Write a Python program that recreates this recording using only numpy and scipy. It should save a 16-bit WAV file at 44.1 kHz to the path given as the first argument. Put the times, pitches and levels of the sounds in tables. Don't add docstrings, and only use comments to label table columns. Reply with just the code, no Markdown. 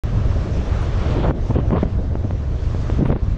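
import sys
import numpy as np
from scipy import signal
from scipy.fft import rfft, irfft, next_fast_len
from scipy.io import wavfile
from scipy.ndimage import uniform_filter1d, map_coordinates

SR = 44100
rng = np.random.default_rng(int(sys.argv[2]) if len(sys.argv) > 2 else 0)


def store_pcm(level_fs):
    pcm = np.round(np.clip(level_fs, -1, 1) * 32767).astype(np.int16)
    wavfile.write(sys.argv[1], SR, np.atleast_2d(pcm).T)


def volts(x):
    e = np.asarray(x, float) / 20
    return 10 ** e


N = 148617


def unit(x):
    return x / np.sqrt(np.mean(x ** 2) + 1e-20)


def curves(rows):
    s, *cols = np.transpose(rows)
    return [np.interp(np.arange(N) / SR, s, c) for c in cols]


def wobble(rate_hz):
    knots = rng.standard_normal(int(N * 400 / SR) + 4)
    return map_coordinates(knots, [np.arange(N) * min(rate_hz, 400) / SR])


def rush(spectrum, patchy_db, source=1):
    z = signal.stft(source * rng.standard_normal(N), nperseg=512)[2]
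    field = uniform_filter1d(rng.standard_normal(z.shape), size=8, axis=0)
    field = uniform_filter1d(field, size=8, axis=1)
    x = signal.istft(z * volts(patchy_db * unit(field)), nperseg=512)[1][:N]
    m = next_fast_len(N + 8192)
    hz, db = np.transpose(spectrum)
    log_hz = np.log(np.fft.rfftfreq(m, 1 / SR) + 1)
    colour = volts(np.interp(log_hz, np.log(hz + 1), db, right=-180))
    return unit(irfft(rfft(x, m) * colour, m)[:N])


def steady(x, window_s):
    power = np.abs(uniform_filter1d(x ** 2, round(window_s * SR)))
    return unit(x / np.sqrt(power + 0.2))


def bursts(rows, rise_s, fall_s):
    t = np.arange(N) / SR
    total = 0
    for s, length_s, db in rows:
        ramp = np.minimum((t - s) / rise_s, (s + length_s - t) / fall_s)
        total = total + volts(db) * np.clip(ramp, 0, 1)
    return total


def airflow():
    # [t/s, hiss level/dB, rumble level/dB]
    flow = [(0, -56, -19), (.17, -54, -18), (.3, -53.5, -15), (.4, -51.5, -20), (1.1, -49.5, -17.5),
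            (1.28, -55, -19), (1.45, -54, -21), (1.75, -58.5, -15.5), (1.9, -56.5, -19.5),
            (2.1, -60.5, -20), (2.5, -57, -20.5), (2.7, -53.5, -20), (2.97, -52.5, -19), (3.15, -59, -15),
            (3.18, -58.5, -24), (3.21, -60, -30.5), (3.23, -57.5, -13.5), (3.37, -60, -20.5)]
    # [f/Hz, density/dB per Hz]
    rumble_spectrum = [(10, -10.5), (30, 0), (48, 1), (65, 2), (125, -5), (170, -14.5), (400, -34.5),
                       (1600, -100)]
    # [f/Hz, density/dB per Hz]
    hiss_spectrum = [(800, -21.5), (2000, -5.5), (4000, -4.5), (6000, -6), (7500, -13.5), (9000, -27),
                     (11500, -40.5), (15500, -88.5)]
    hiss_db, rumble_db = curves(flow)
    rumble_db = rumble_db + (0.98 - 1.5) * duck_db() + 0.5 * wobble(12)
    rumble = volts(rumble_db) * steady(rush(rumble_spectrum, patchy_db=1.0), 0.22)
    hiss_db = hiss_db + 2 + 0.56 * wobble(3.6) + 0.71 * wobble(24.69)
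    hiss = volts(hiss_db) * rush(hiss_spectrum, patchy_db=1.2)
    return rumble + hiss


def buffets():
    # [t/s, swirl level/dB, stream level/dB]
    strength = [(0, -34, -42.5), (.3, -30.5, -41.5), (.6, -30, -40.5), (.8, -31.5, -38.5), (1, -30.5, -35),
                (1.15, -23.5, -38.5), (1.31, -25, -37), (1.32, -32, -46.5), (1.45, -34.5, -48),
                (1.6, -28, -44.5), (1.85, -35.5, -45.5), (1.97, -32.5, -49), (2.1, -34.5, -50.5),
                (2.5, -36, -47.5), (2.9, -33.5, -42), (3.1, -35, -45.5), (3.19, -34.5, -46),
                (3.37, -39, -46.5)]
    # [start/s, length/s, level/dB]
    jets = [
        (1.545, 0.077, -42.5),
        (1.72, 0.076, -52),
        (1.76, 0.08, -42),
        (3.05, 0.03, -39),
        (3.115, 0.026, -31.5),
    ]
    # [start/s, length/s, level/dB, flutter strength/1]
    gusts = [(1.169, 0.047, -28.5, 0.29), (1.231, 0.056, -25, 1.34), (1.279, 0.042, -21, 0.74),
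             (1.328, 0.067, -27.5, 0.13), (1.496, 0.024, -13.5, 0.13), (1.551, 0.024, -14.5, 0.2),
             (1.575, 0.029, -20.5, 0.37), (1.714, 0.033, -15.5, 0.54), (1.741, 0.048, -19.5, 0.96),
             (1.824, .018, -14.5, 0.8), (1.844, 0.049, -26, 0.21), (1.983, 0.024, -26.5, 0.11),
             (2.239, 0.024, -21.5, 0.15), (2.921, 0.038, -25.5, .1), (2.976, 0.035, -22.5, 0.055),
             (3.004, 0.04, -16, 0.08), (3.05, 0.019, -15.5, 0.42), (3.079, 0.035, -19, 0.29),
             (3.108, 0.032, -15, 0.3), (3.153, 0.017, -14.5, 0.2)]
    # [f/Hz, density/dB per Hz]
    swirl_spectrum = [(60, -25), (150, -3), (300, -4.5), (430, -7.5), (620, -9), (800, -17.5),
                      (2000, -42.5), (10000, -100)]
    # [f/Hz, density/dB per Hz]
    stream_spectrum = [(400, -22.5), (800, -3), (1100, 1), (1500, -4), (2200, -10), (3500, -15),
                       (5500, -33), (10000, -73)]
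    # [f/Hz, density/dB per Hz]
    thump_spectrum = [(50, -21.5), (120, 1), (220, -8), (400, -14.5), (700, -25), (1500, -56.5),
                      (4000, -79.5)]
    # [f/Hz, density/dB per Hz]
    flutter_spectrum = [(150, -19.5), (400, 6), (700, 2), (1200, -8.5), (2000, -18.5), (4000, -40),
                        (8000, -89.5)]

    swirl_db, stream_db = curves(strength)
    swirl_level = volts(swirl_db + 0.18 * wobble(22))
    swirl = rush(swirl_spectrum, patchy_db=1.5, source=volts(0.4 * wobble(90)))
    bed = swirl_level * steady(swirl, 0.14)

    stream_level = volts(stream_db + 0.89 * wobble(5.4)) + bursts(jets, 0.0048, 0.023)
    stream = stream_level * rush(stream_spectrum, patchy_db=1.5)

    thump_level = bursts([row[:3] for row in gusts], 0.0064, 0.005)
    thump = thump_level * steady(rush(thump_spectrum, patchy_db=1.0), 0.018)

    flutter_rows = [(s, length_s, db - 5 + 20 * np.log10(max(share, 0.01)))
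                    for s, length_s, db, share in gusts]
    flutter_level = bursts(flutter_rows, 0.0055, 0.0093)
    flutter = rush(flutter_spectrum, patchy_db=3.0, source=volts(1.8 * wobble(160)))
    flutter = flutter_level * steady(flutter, 0.033)
    return (bed + stream) * volts(-0.6 * duck_db()) + (thump + flutter) * volts(-0.95 * duck_db())


def pops():
    # [t/s, peak level/dB, pitch f/Hz]
    eddies = [(0.614, -21.5, 700), (1.098, -18, 550), (1.229, -22, 595), (1.246, -14.5, 650),
              (1.28, -14, 600), (1.3075, -9.5, 696), (1.396, -26, 500), (1.5068, -21, 596),
              (1.555, -16, 500), (1.586, -12, 480), (1.688, -26.5, 600), (1.705, -13, 740),
              (1.731, -24, 700), (1.741, -25, 796), (1.759, -13, 650), (1.768, -18.5, 694),
              (1.828, -17.5, 600), (1.855, -25, 900), (2.153, -14.5, 580), (2.242, -23, 500),
              (2.307, -19.5, 1050), (2.746, -15.5, 510), (2.898, -13, 880), (2.944, -30, 800),
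              (3.022, -19.5, 540), (3.057, -12.5, 890), (3.102, -10, 597), (3.124, -12, 695),
              (3.1604, -18, 720)]
    out = np.zeros(N + SR)
    t = np.arange(-SR // 100, SR // 100) / SR
    shapes = rng.uniform(-0.71, 1, (len(eddies), 2))
    for (s, db, hz), (sign, lean) in zip(eddies, shapes):
        cycles = t * hz
        swing = np.cos(2 * np.pi * cycles * 0.46 + 0.5 * lean) + 0.68 * np.tanh(cycles / 0.083)
        decay_cycles = np.where(cycles < 0, 0.6, 0.35)
        spike = swing * np.exp(-np.sqrt(cycles ** 2 + 0.0064) / decay_cycles)
        for size in (4, 4, 3):
            spike = uniform_filter1d(spike, size=size)
        start = round((s + 0.002) * SR) - len(t) // 2
        out[start:][:len(t)] += np.sign(sign) * volts(db + 4.5) * spike * np.hanning(len(t))
    return out[:N]


def squeaks():
    # [start/s, length/s, from f/Hz, to f/Hz, level/dB]
    rubs = [
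        (.812, 0.026, 8100, 8800, -74),
        (3.041, 0.06, 8800, 9150, -79.5),
    ]
    out = np.zeros(N)
    for s, length_s, from_hz, to_hz, db in rubs:
        u = np.linspace(0, 1, round(length_s * SR))
        hz = from_hz + (to_hz - from_hz) * np.sin(u * 2.5) + 170 * wobble(150)[:len(u)]
        tone = np.sin(2 * np.pi * np.cumsum(hz) / SR)
        out[round(s * SR):][:len(u)] += volts(db + 15) * np.sin(np.pi * u) ** 0.6 * tone
    return out


def spray():
    # [start/s, length/s, level/dB]
    tears = [
        (.98, .16, -48.5),
        (1.1, 0.13, -46),
        (1.19, 0.076, -43.5),
        (1.245, 0.055, -49),
        (1.31, 0.097, -57),
        (1.555, 0.042, -53.5),
        (1.762, 0.039, -45),
        (1.79, .045, -50.5),
        (3.065, 0.037, -44.5),
        (3.125, 0.093, -54.5),
    ]
    # [f/Hz, density/dB per Hz]
    fizz_spectrum = [(900, -26.5), (1600, -2), (2400, 1.5), (3300, 0), (4400, -5.5), (5500, -19.5),
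                     (7000, -47), (9000, -90)]
    fizz = rush(fizz_spectrum, patchy_db=3.0, source=volts(1.5 * wobble(220)))
    grain = steady(fizz, 0.04)
    return bursts(tears, 0.033, 0.021) * grain * volts(-0.8 * duck_db())


def whirls():
    # [centre t/s, pitch f/Hz, level/dB]
    trains = [(1.247, 750, -16.5), (1.509, 950, -25), (1.733, 950, -17.5), (1.744, 1100, -26),
              (1.77, 1000, -22), (1.783, 1050, -21), (1.79, 1100, -30), (1.8, 1700, -34),
              (1.812, 1300, -34), (1.821, 1700, -30), (2.995, 200, -14), (3.027, 197, -18),
              (3.091, 230, -16.5), (3.127, 500, -23)]
    t = np.arange(N) / SR
    total = 0
    for s, hz, db in trains:
        cycles = (t - s) * hz
        swell = np.exp(-(cycles / 1.21) ** 2)
        total = total + volts(db) * swell * np.sin(2 * np.pi * cycles)
    return total


def duck_db():
    # [t/s, depth/dB]
    ducks = [
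        (1.303, 13),
        (1.551, 14.5),
        (1.599, 5),
        (1.7, 5),
        (1.74, 7),
        (1.83, 6.5),
        (2.99, 7.5),
        (3.029, 6),
        (3.1, 16),
        (3.15, 7),
    ]
    attack_s, hold_s, release_s = 0.019, 0.035, 0.024
    t = np.arange(N) / SR
    loss_db = 0
    for s, depth_db in ducks:
        age = np.maximum(t - s, 0)
        back = np.exp(-np.maximum(age - hold_s, 0) / release_s)
        loss_db = loss_db + depth_db * (1 - np.exp(-age / attack_s)) * back
    return -loss_db


def scene():
    bed = airflow() + buffets()
    strikes = (squeaks() + pops() + whirls()) * volts(-0.95 * duck_db())
    return (bed + strikes + spray())[None]


def starved(x):
    # [f/Hz, share of bands dropped/1]
    holes = [(8200, 0), (8400, .2), (9400, .1), (10500, 0.12), (11800, .7), (12400, 1), (13400, 0.86)]
    band_hz = 560
    hz, t, z = signal.stft(x, SR, nperseg=1024)
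    band = (hz // band_hz).astype(int)
    moment = np.arange(len(t)) // 3
    chance = rng.random((band.max() + 1, moment.max() + 1))[band][:, moment]
    share = np.interp(band_hz * (band + 0.5), *np.transpose(holes), left=0, right=0)
    strong = np.abs(z) > 4.5 * np.median(np.abs(z), axis=-1, keepdims=True)
    kept = (chance > share[:, None]) | strong
    return signal.istft(z * kept, SR, nperseg=1024)[1][:, :N]


def self_noise():
    flickers = [.185, .22, .6, .71, .85, 1.37, 1.585, 1.76, 1.84, 1.93, 2.2, 2.245, 2.315, 2.375, 2.5, 2.54,
                2.745, 2.82, 3.165, 3.225, 3.315]
    # [f/Hz, density/dB per Hz]
    noise_spectrum = [(9000, -30.5), (11500, -1.5), (15300, -5), (15900, -61)]
    length_s, flicker_db = 0.024, 17
    rows = [(s - length_s / 2, length_s, flicker_db) for s in flickers]
    flicker = bursts(rows, 0.006, 0.006)
    return volts(-106) * (0.2 + flicker) * rush(noise_spectrum, patchy_db=-1.5)


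def abrupt_start(x):
    start_s, step_db, fade_s = 0.0363, -22, 0.0062
    start = round(start_s * SR)
    age = np.arange(N) / SR - start_s
    offset = volts(step_db) - x[:, start:start + 1]
    return (x + offset * np.exp(-np.abs(age) / fade_s)) * (age >= 0)


def roll_off(x):
    return signal.sosfilt(signal.butter(12, 16600, fs=SR, output="sos"), x)


def record(dry):
    ceiling, knee = 0.91, 4
    x = dry * volts(duck_db())
    x = x / (1 + np.abs(x / ceiling) ** knee) ** (1 / knee)
    x = starved(x) + self_noise()
    return roll_off(abrupt_start(x))


dry = scene()
out = record(dry)
store_pcm(out)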